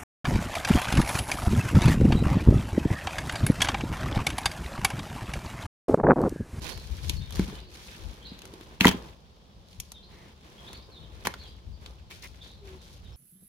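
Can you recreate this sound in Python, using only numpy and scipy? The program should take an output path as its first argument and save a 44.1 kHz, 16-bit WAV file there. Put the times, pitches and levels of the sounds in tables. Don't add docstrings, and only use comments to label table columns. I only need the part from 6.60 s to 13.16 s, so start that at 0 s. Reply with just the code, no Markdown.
import sys
import numpy as np
from scipy import signal
from scipy.fft import rfft, irfft
from scipy.io import wavfile

SR = 44100
rng = np.random.default_rng(int(sys.argv[2]) if len(sys.argv) > 2 else 0)


def store_pcm(level_fs):
    pcm = np.round(np.clip(level_fs, -1, 1) * 32767).astype(np.int16)
    wavfile.write(sys.argv[1], SR, np.atleast_2d(pcm).T)


N = 289296
TIME = np.arange(N) / SR

# [start t/s, length/s, soil level/dB, scraping level/dB, litter level/dB]
HAND_STROKES = [(0.0, .11, -48, -49, -48), (0.144, 0.27, -57, -58, -56), (0.411, 0.12, -54.5, -56, -51),
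                (0.558, 0.27, -59.5, -59, -64), (0.713, 0.12, -50.5, -51, -49.5),
                (0.848, 0.12, -50.5, -53, -59.5), (1.077, 0.26, -58.5, -54, -56),
                (1.33, 0.21, -55, -60, -60), (1.525, 0.23, -59, -61.5, -70),
                (1.717, 0.43, -57.5, -61.5, -65.5), (2.293, 0.093, -46, -57.5, -61.5),
                (2.412, 0.08, -53, -58.5, -63.5), (3.038, 0.27, -78, -72, -65.5),
                (3.448, 0.25, -59.5, -63.5, -68), (3.785, 0.27, -59.5, -62, -66),
                (3.983, 0.2, -55.5, -60.5, -65), (4.203, 0.36, -61, -68, -74),
                (4.478, 0.41, -59.5, -61, -66.5), (5.195, .10, -58, -62, -65),
                (5.497, 0.052, -67, -55.5, -55.5), (5.619, 0.01, -81, -61, -52),
                (5.74, .02, -68, -61.5, -66.5), (5.809, 0.068, -61.5, -60.5, -62),
                (6.024, 0.12, -58, -60, -65), (6.191, 0.15, -65, -65, -62),
                (6.412, 0.11, -66.5, -67.5, -72)]
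STROKE_ATTACK_SHARE, STROKE_RELEASE_S = 0.28, 0.056
# [soil level/dB, scraping level/dB, litter level/dB]
SETTLING_LEVELS = (-67, -72, -78)
SOIL_DB, SCRAPE_DB, LITTER_DB = 4, 2.5, 3
# [t/s, left-right level/dB]
HAND_SIDE = [(0, -6), (0.12, -12), (0.2, -0.5), (3.3, 0), (5.4, -1), (5.6, 4), (5.8, 0.5), (6.56, 0)]
# [f/Hz, level per Hz/dB]
SOIL_SPECTRUM = [(120, 4.5), (250, 3.5), (450, 3), (700, -3), (1050, -1.5), (1500, -11.5), (2200, -20.5),
                 (4000, -35)]
# [f/Hz, level per Hz/dB]
SCRAPE_SPECTRUM = [(900, -25.5), (1500, -0.5), (2000, -3), (2400, -1.5), (2900, -2), (3600, -2.5),
                   (5000, -14), (7000, -17.5), (10000, -25)]
# [f/Hz, level per Hz/dB]
LITTER_SPECTRUM = [(1500, -30), (2700, 0.5), (4000, 9), (6300, 5), (7800, -3.5), (10000, 0), (13000, -5.5),
                   (15000, -10), (16000, -20.5)]
# [f/Hz, likeness from -1 to 1]
STEREO_LIKENESS = [(30, 0.17), (90, 1), (170, 0.91), (350, 0.87), (700, 0.31), (1400, -0.27), (2500, 0.12),
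                   (16000, -0.046)]

# [t/s, level/dB]
AIR_STRENGTH = [(0, -44), (0.9, -39), (1.2, -56), (2.5, -52), (2.65, -75.5), (3.1, -56), (3.8, -61.5),
                (4.6, -49.5), (6.56, -51.5)]
# [start t/s, length/s, level/dB, left-right level/dB]
AIR_PUFFS = [(0.0, 0.041, -45, 7), (0.148, 0.034, -40, 12), (0.286, 0.075, -37, 9),
             (0.394, 0.22, -32.5, 14.5), (0.714, .10, -32.5, 9.5), (1.388, 0.11, -39.5, 13),
             (2.233, 0.13, -41.5, 4), (2.95, 0.045, -46, 5), (3.175, 0.024, -42, 7),
             (4.389, 0.048, -44.5, 13), (5.049, 0.076, -39, 13), (5.25, 0.053, -49, 7),
             (6.382, 0.16, -44.5, -8)]
# [f/Hz, level per Hz/dB]
RUMBLE_SPECTRUM = [(20, -14), (40, -3), (60, 8.5), (85, 1.5), (130, -8), (220, -16.5), (500, -61)]
# [f/Hz, level per Hz/dB]
OUTDOOR_SPECTRUM = [(20, -32), (50, 0.5), (62, 3), (100, -11.5), (200, -6.5), (300, -24.5), (450, -18),
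                    (1000, -26), (2000, -41), (3200, -26.5), (4200, -28.5), (5200, -30), (8000, -45.5),
                    (15000, -52)]
PUFF_ATTACK_SHARE, PUFF_RELEASE_S = 0.4, 0.027
AIRFLOW_PAN_DB, BREEZE_DB, OUTDOORS_DB = 4.5, -0.5, -54.5

# [t/s, level/dB, woody body level/dB, sharp edge level/dB]
BREAKS = [(0.0908, -46, 6, -3), (0.1757, -41, -3.5, -8.5), (0.4957, -21.5, -16, -6.5),
          (0.707, -44, -2.5, -1.5), (0.7237, -38.5, -10, -5), (0.7564, -40, 0, 0), (0.7695, -44, 4, 0),
          (0.7945, -38, 6, -2.5), (0.899, -46.5, 3, -12), (1.7902, -44.5, -15, -5.5),
          (1.8187, -42.5, -7, -7.5), (1.854, -45.5, 1, 0.5), (1.9378, -47, -5, -4), (2.01, -46.5, -3, -7),
          (2.2089, -17, -5.5, -10), (2.2536, -21.5, 7, -5.5), (2.271, -20, -5, -10),
          (2.2782, -27, 3, -22.5), (2.289, -21, -9, -9.5), (2.3129, -35, 7, -3), (3.13, -49.5, -14, -11),
          (3.2006, -35, -14, 4), (3.3185, -42, -4.5, 2), (4.131, -42, -2.5, -3.5), (4.6534, -43, 13.5, -3),
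          (4.6704, -27, 7.5, -0.5), (4.7395, -38, 4, -11), (5.261, -37.5, -11, -17),
          (5.51, -44.5, -2.5, -15.5)]
CRACK_T60_S, CRACK_PAN_DB = 0.025, 1
# [delay/s, level/dB]
NEAR_WALLS = [(.0009, -24.5), (.0023, -27.5), (.0058, -19)]
# [f/Hz, level/dB, time to fade by 60 dB/s]
PLANTER_TONES = [(186.6, -3, 0.13), (296, -10, 0.26), (424, -7, 0.2), (639, -4, 0.19), (970, -6.5, 0.053),
                 (1220, -14.5, 0.029), (1640, -14.5, 0.066), (2160, -16.5, 0.2), (2490, -14, 0.17)]
TERRACE_DB, TERRACE_T60_S = -16.5, 0.25
FAR_WALL_S, FAR_WALL_DB = 0.087, -19

# [t/s, start f/Hz, end f/Hz, level/dB]
SPARROW_CHIRPS = [(0.1, 3850, 4710, -45.5), (0.55, 4750, 3970, -49.5), (0.6, 3610, 3710, -47.5),
                  (0.931, 3150, 2966, -53.5), (0.97, 3210, 4380, -52), (1.611, 3220, 3290, -49.5),
                  (1.64, 3900, 4126, -44.5), (3.336, 3775, 3620, -51), (3.421, 4100, 4320, -53),
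                  (3.97, 3090, 3546, -51), (4.06, 3180, 4080, -48), (4.13, 4500, 4410, -50),
                  (4.31, 4280, 3990, -50), (4.355, 3820, 3440, -50.5), (4.784, 4180, 4444, -46.5),
                  (4.83, 3490, 3300, -51), (5.119, 4700, 4690, -61.5), (5.8, 3230, 3765, -48.5),
                  (5.82, 4710, 4440, -55), (5.87, 3500, 3710, -57.5), (6.18, 4410, 3550, -55.5),
                  (6.439, 3830, 3570, -55.5), (6.52, 5180, 5500, -60)]
CHIRP_S = 0.045
REPLY_WITHIN_S, REPLY_SCATTER, REPLY_DB = 0.095, 0.2, -10.5

# [t/s, height of swing/dB, f/Hz]
STEM_RECOILS = [(0.5, -27.5, 294), (0.7942, -10, 190), (0.795, -14.5, 328), (0.928, -32.5, 387),
                (1.718, -28.5, 230), (1.937, -30.5, 340), (2.01, -34, 345), (2.209, -3, 2700),
                (2.2119, -9.5, 210), (2.2452, -13.5, 1340), (2.2468, -2.5, 1980), (2.2525, -5, 1020),
                (2.2565, 0, 245), (2.2575, -10, 480), (2.2693, -13, 334), (2.27, -3.5, 3236),
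                (4.289, -38.5, 456), (4.6703, -21, 1050), (4.6708, -14.5, 2130), (4.672, -24, 243)]
RECOIL_T60_S, RECOIL_T60_SLOPE = 0.015, 0.4

# [t/s, length/s, start f/Hz, end f/Hz, level/dB]
DOVE_COOS = [(0.95, 0.23, 387, 360, -68), (1.8, 0.24, 379.5, 387, -63.5), (6.0, 0.089, 411.5, 375, -59),
             (6.05, 0.14, 364.5, 382, -57)]

# [t/s, length/s, level/dB]
ROOT_TEARS = [(2.201, 0.086, -28), (2.265, 0.036, -21.5), (2.296, 0.04, -39), (4.648, 0.02, -32),
              (5.498, 0.031, -49), (5.627, 0.041, -45.5)]
# [f/Hz, level per Hz/dB]
ROOT_SPECTRUM = [(150, -1), (400, 0), (650, -7), (1000, -3), (1500, -6.5), (2200, -1.5), (3200, -3.5),
                 (4500, -13.5), (6500, -12), (8000, -20.5), (16000, -16.5)]

# [t/s, length/s, start f/Hz, end f/Hz, level/dB]
GLOVE_SQUEAKS = [(3.49, 0.23, 2016, 1950, -65), (5.505, 0.032, 2262, 2232, -53.5),
                 (5.62, 0.058, 2130, 2065, -52.5)]

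CUTOFF_HZ = 15900


def from_db(db):
    return 10 ** (np.asarray(db) / 20)


def rms_one(x):
    return x / np.sqrt(np.mean(x ** 2) + 1e-20)


def in_time(rows):
    s, *columns = np.transpose(rows)
    return [np.interp(TIME, s, column) for column in columns]


def at_hz(points, hz):
    point_hz, values = np.transpose(points)
    return np.interp(np.log(hz + 1), np.log(point_hz), values)


def band(x, low_hz, high_hz, order=2):
    edges = [low_hz, min(high_hz, 0.45 * SR)]
    sos = signal.butter(order, edges, "band", fs=SR, output="sos")
    return signal.sosfilt(sos, x + 1e-18)


def add(out, s, sound):
    start = min(max(round(s * SR), 0), N)
    out[..., start:start + sound.shape[-1]] += sound[..., :N - start]


def delayed(x, s):
    return np.pad(x, [(0, 0), (round(s * SR), 0)])[:, :N]


def panned(db):
    return from_db(db * np.array([[0.5], [-0.5]]))


def drift(rate):
    return rms_one(np.interp(TIME * rate, np.arange(N), rng.standard_normal(N)))


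def envelope(s, length, attack_share, release_s):
    t = TIME - s
    rise = np.clip(t / (length * attack_share), 0, 1)
    return rise * np.exp(-np.maximum(t - length, 0) / release_s)


def colour(pair, spectrum):
    hz = np.arange(N // 2 + 1) * SR / N
    alike = np.clip(at_hz(STEREO_LIKENESS, hz), -1, 1)
    mid, side = rfft(pair) * from_db(at_hz(spectrum, hz))
    opposite = [[1], [-1]]
    return rms_one(irfft(np.sqrt(1 + alike) * mid + np.sqrt(1 - alike) * side * opposite, N))


def grains(per_s, spread_db, grain_s):
    sizes = from_db(spread_db * np.minimum(rng.exponential(1, N), 4))
    sizes = sizes * (rng.random(N) < per_s / SR)
    power = signal.lfilter([1], [1, -np.exp(-2 / (grain_s * SR))], sizes ** 2 + 1e-12)
    return np.sqrt(power) * rng.standard_normal((2, N))


def calls(notes, waver, waver_rate):
    out, wobble = np.zeros(N), 1 + waver * drift(waver_rate)
    for s, length, start_hz, end_hz, db in notes:
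        along = np.linspace(0, 1, int(length * SR))
        glide = start_hz + (end_hz - start_hz) * along
        hz = glide * np.roll(wobble, -int(s * SR))[:len(along)]
        whistle = np.sin(2 * np.pi * np.cumsum(hz) / SR)
        add(out, s, from_db(db) * 2 * np.sin(np.pi * along) * whistle)
    return out


def stroke_gains():
    power = from_db(SETTLING_LEVELS)[:, None] ** 2
    for s, length, soil_db, scrape_db, litter_db in HAND_STROKES:
        shape = envelope(s, length, STROKE_ATTACK_SHARE, STROKE_RELEASE_S)
        power = power + np.outer(from_db([soil_db, scrape_db, litter_db]), shape) ** 2
    return np.sqrt(power)


def rummaging():
    on_soil, on_leaves, on_litter = stroke_gains()
    pan_db, = in_time(HAND_SIDE)
    catching = rms_one(from_db(2 * drift(90)))
    rubbed = grains(per_s=2400, spread_db=3.5, grain_s=0.003)
    soil = on_soil * from_db(SOIL_DB) * colour(rubbed, SOIL_SPECTRUM)
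    scraped = grains(per_s=2400, spread_db=2, grain_s=0.0038)
    scrape = on_leaves * from_db(SCRAPE_DB) * catching * colour(scraped, SCRAPE_SPECTRUM)
    crumbs = grains(per_s=60, spread_db=3, grain_s=0.0009)
    crackle = grains(per_s=2400, spread_db=3, grain_s=0.0015)
    crisp = rms_one(crackle) + 0.65 * rms_one(crumbs)
    litter = on_litter * from_db(LITTER_DB) * colour(crisp, LITTER_SPECTRUM)
    return (soil + scrape + litter) * panned(pan_db)


def air():
    flow_db, = in_time(AIR_STRENGTH)
    power = (from_db(flow_db) * panned(AIRFLOW_PAN_DB)) ** 2
    for s, length, db, pan_db in AIR_PUFFS:
        shape = envelope(s, length, PUFF_ATTACK_SHARE, PUFF_RELEASE_S)
        power = power + (from_db(db) * panned(pan_db) * shape) ** 2
    breeze = colour(rng.standard_normal((2, N)), RUMBLE_SPECTRUM)
    hush = colour(rng.standard_normal((2, N)), OUTDOOR_SPECTRUM)
    return np.sqrt(power) * from_db(BREEZE_DB) * breeze + from_db(OUTDOORS_DB) * hush


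def burst(noise, fade, low_hz, high_hz):
    sound = band(noise * fade, low_hz, high_hz)
    return sound / np.sqrt(np.mean(sound[:, :SR // 250] ** 2))


def cracks(body_db, core_db, edge_db, fizz_db, body_width, spike_db, spike_s):
    t, out = TIME[:SR // 12], np.zeros((2, N))
    fade = from_db(-60 * t / CRACK_T60_S) + from_db(spike_db) * np.exp(-t / spike_s)
    for s, db, woody_db, sharp_db in BREAKS:
        pan_db = CRACK_PAN_DB + np.interp(s, *np.transpose(HAND_SIDE))
        noise = rng.standard_normal((3, len(t)))
        wide_body = noise[2] + body_width * noise[:2]
        wide_core = noise[:2] + 0.38 * noise[2]
        body = from_db(body_db + woody_db) * burst(wide_body, fade, low_hz=570, high_hz=2180)
        core = from_db(core_db) * burst(wide_core, fade, low_hz=2500, high_hz=4470)
        edge = from_db(edge_db + sharp_db) * burst(noise[::-1][:2], fade, low_hz=5370, high_hz=6670)
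        fizz = from_db(fizz_db + sharp_db) * burst(noise[:2], fade, low_hz=9000, high_hz=12400)
        add(out, s, (body + core + edge + fizz) * from_db(db) * panned(pan_db))
    return out


def in_planter(x):
    return x + sum(from_db(db) * delayed(x, s) for s, db in NEAR_WALLS)


def planter(x, ring_db):
    out = 0
    for k, (hz, db, t60) in enumerate(PLANTER_TONES):
        r = from_db(-60 / (t60 * SR))
        push = np.array([1, 0, -1]) * (1 - r * r) / 2
        swing = [1, -2 * r * np.cos(2 * np.pi * hz / SR), r * r]
        out = out + (-1) ** k * from_db(db + ring_db) * signal.lfilter(push, swing, x + 1e-18)
    return out


def terrace(x, t60, dull_hz):
    t = TIME[:SR]
    noise = rng.standard_normal((2, SR))
    low = band(noise, 120, dull_hz, order=1)
    lasting = low * from_db(-60 * t / t60)
    brief = 0.5 * (noise - low) * from_db(-90 * t / t60)
    tail = (lasting + brief) * (1 - np.exp(-t / 0.0045))
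    tail = tail / np.sqrt(np.sum(tail ** 2) / 2)
    return signal.fftconvolve(np.atleast_2d(x), tail, axes=1)[:, :N]


def chatter():
    replies = []
    for s, _, hz, db in SPARROW_CHIRPS:
        for wait, first, last in rng.random((4, 3)):
            start_hz = hz * (1 + REPLY_SCATTER * (2 * first - 1))
            end_hz = hz * (1 + REPLY_SCATTER * (2 * last - 1))
            replies.append((s + REPLY_WITHIN_S * wait, start_hz, end_hz, db + REPLY_DB))
    return replies


def sparrows():
    chirps = list(SPARROW_CHIRPS) + chatter()
    notes = [(s, CHIRP_S, start_hz, end_hz, db) for s, start_hz, end_hz, db in chirps]
    flutter = rms_one(from_db(2 * drift(110)))
    direct = calls(notes, waver=0.035, waver_rate=420) * flutter
    return from_db(-6.5) * (direct + 0.8 * terrace(direct, t60=0.38, dull_hz=5960))


def recoils(rise_cycles):
    t, out = TIME[:SR // 4], np.zeros(N)
    for s, db, hz in STEM_RECOILS:
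        t60 = RECOIL_T60_S * (1000 / hz) ** RECOIL_T60_SLOPE
        rise = 1 - np.exp(-t * hz / rise_cycles)
        add(out, s, from_db(db - 60 * t / t60) * rise * np.sin(2 * np.pi * hz * t))
    return out


def from_the_side(x, lag_s):
    return np.array([np.interp(TIME - lag_s, TIME, x), x])


def dove():
    return from_db(4.0) * calls(DOVE_COOS, waver=0.022, waver_rate=33)


def tearing():
    effort = np.zeros(N)
    for s, length, db in ROOT_TEARS:
        along = np.clip((TIME - s) / length, 0, 1)
        effort += from_db(db) * np.sqrt(np.maximum(np.sin(np.pi * along), 0))
    fibres = grains(per_s=2500, spread_db=4.5, grain_s=0.0015)
    return effort * colour(fibres, ROOT_SPECTRUM)


def squeaks():
    return calls(GLOVE_SQUEAKS, waver=0.095, waver_rate=980)


def scene():
    breaks = cracks(body_db=-3.0, core_db=-2.5, edge_db=-3.5, fizz_db=-3.0,
                    body_width=0.24, spike_db=-1.0, spike_s=0.00077)
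    swings = from_the_side(recoils(rise_cycles=0.16), lag_s=0.00011)
    jolts = in_planter(breaks + tearing()) + swings
    near = jolts + planter(jolts, ring_db=5.5)
    echoes = from_db(TERRACE_DB) * terrace(near, t60=TERRACE_T60_S, dull_hz=3480)
    far_echo = from_db(FAR_WALL_DB) * delayed(band(near, 150, 420), FAR_WALL_S)
    glove = in_planter(rummaging()) + squeaks()
    return near + echoes + far_echo + glove + sparrows() + dove() + air()


def record(dry):
    bass_cut = signal.butter(2, 28, "high", fs=SR, output="sos")
    top_cut = signal.ellip(10, 0.2, 80, CUTOFF_HZ, fs=SR, output="sos")
    heard = signal.sosfilt(bass_cut, dry)
    return signal.sosfilt(top_cut, np.clip(heard, -1, 1))


dry = scene()
out = record(dry)
store_pcm(out)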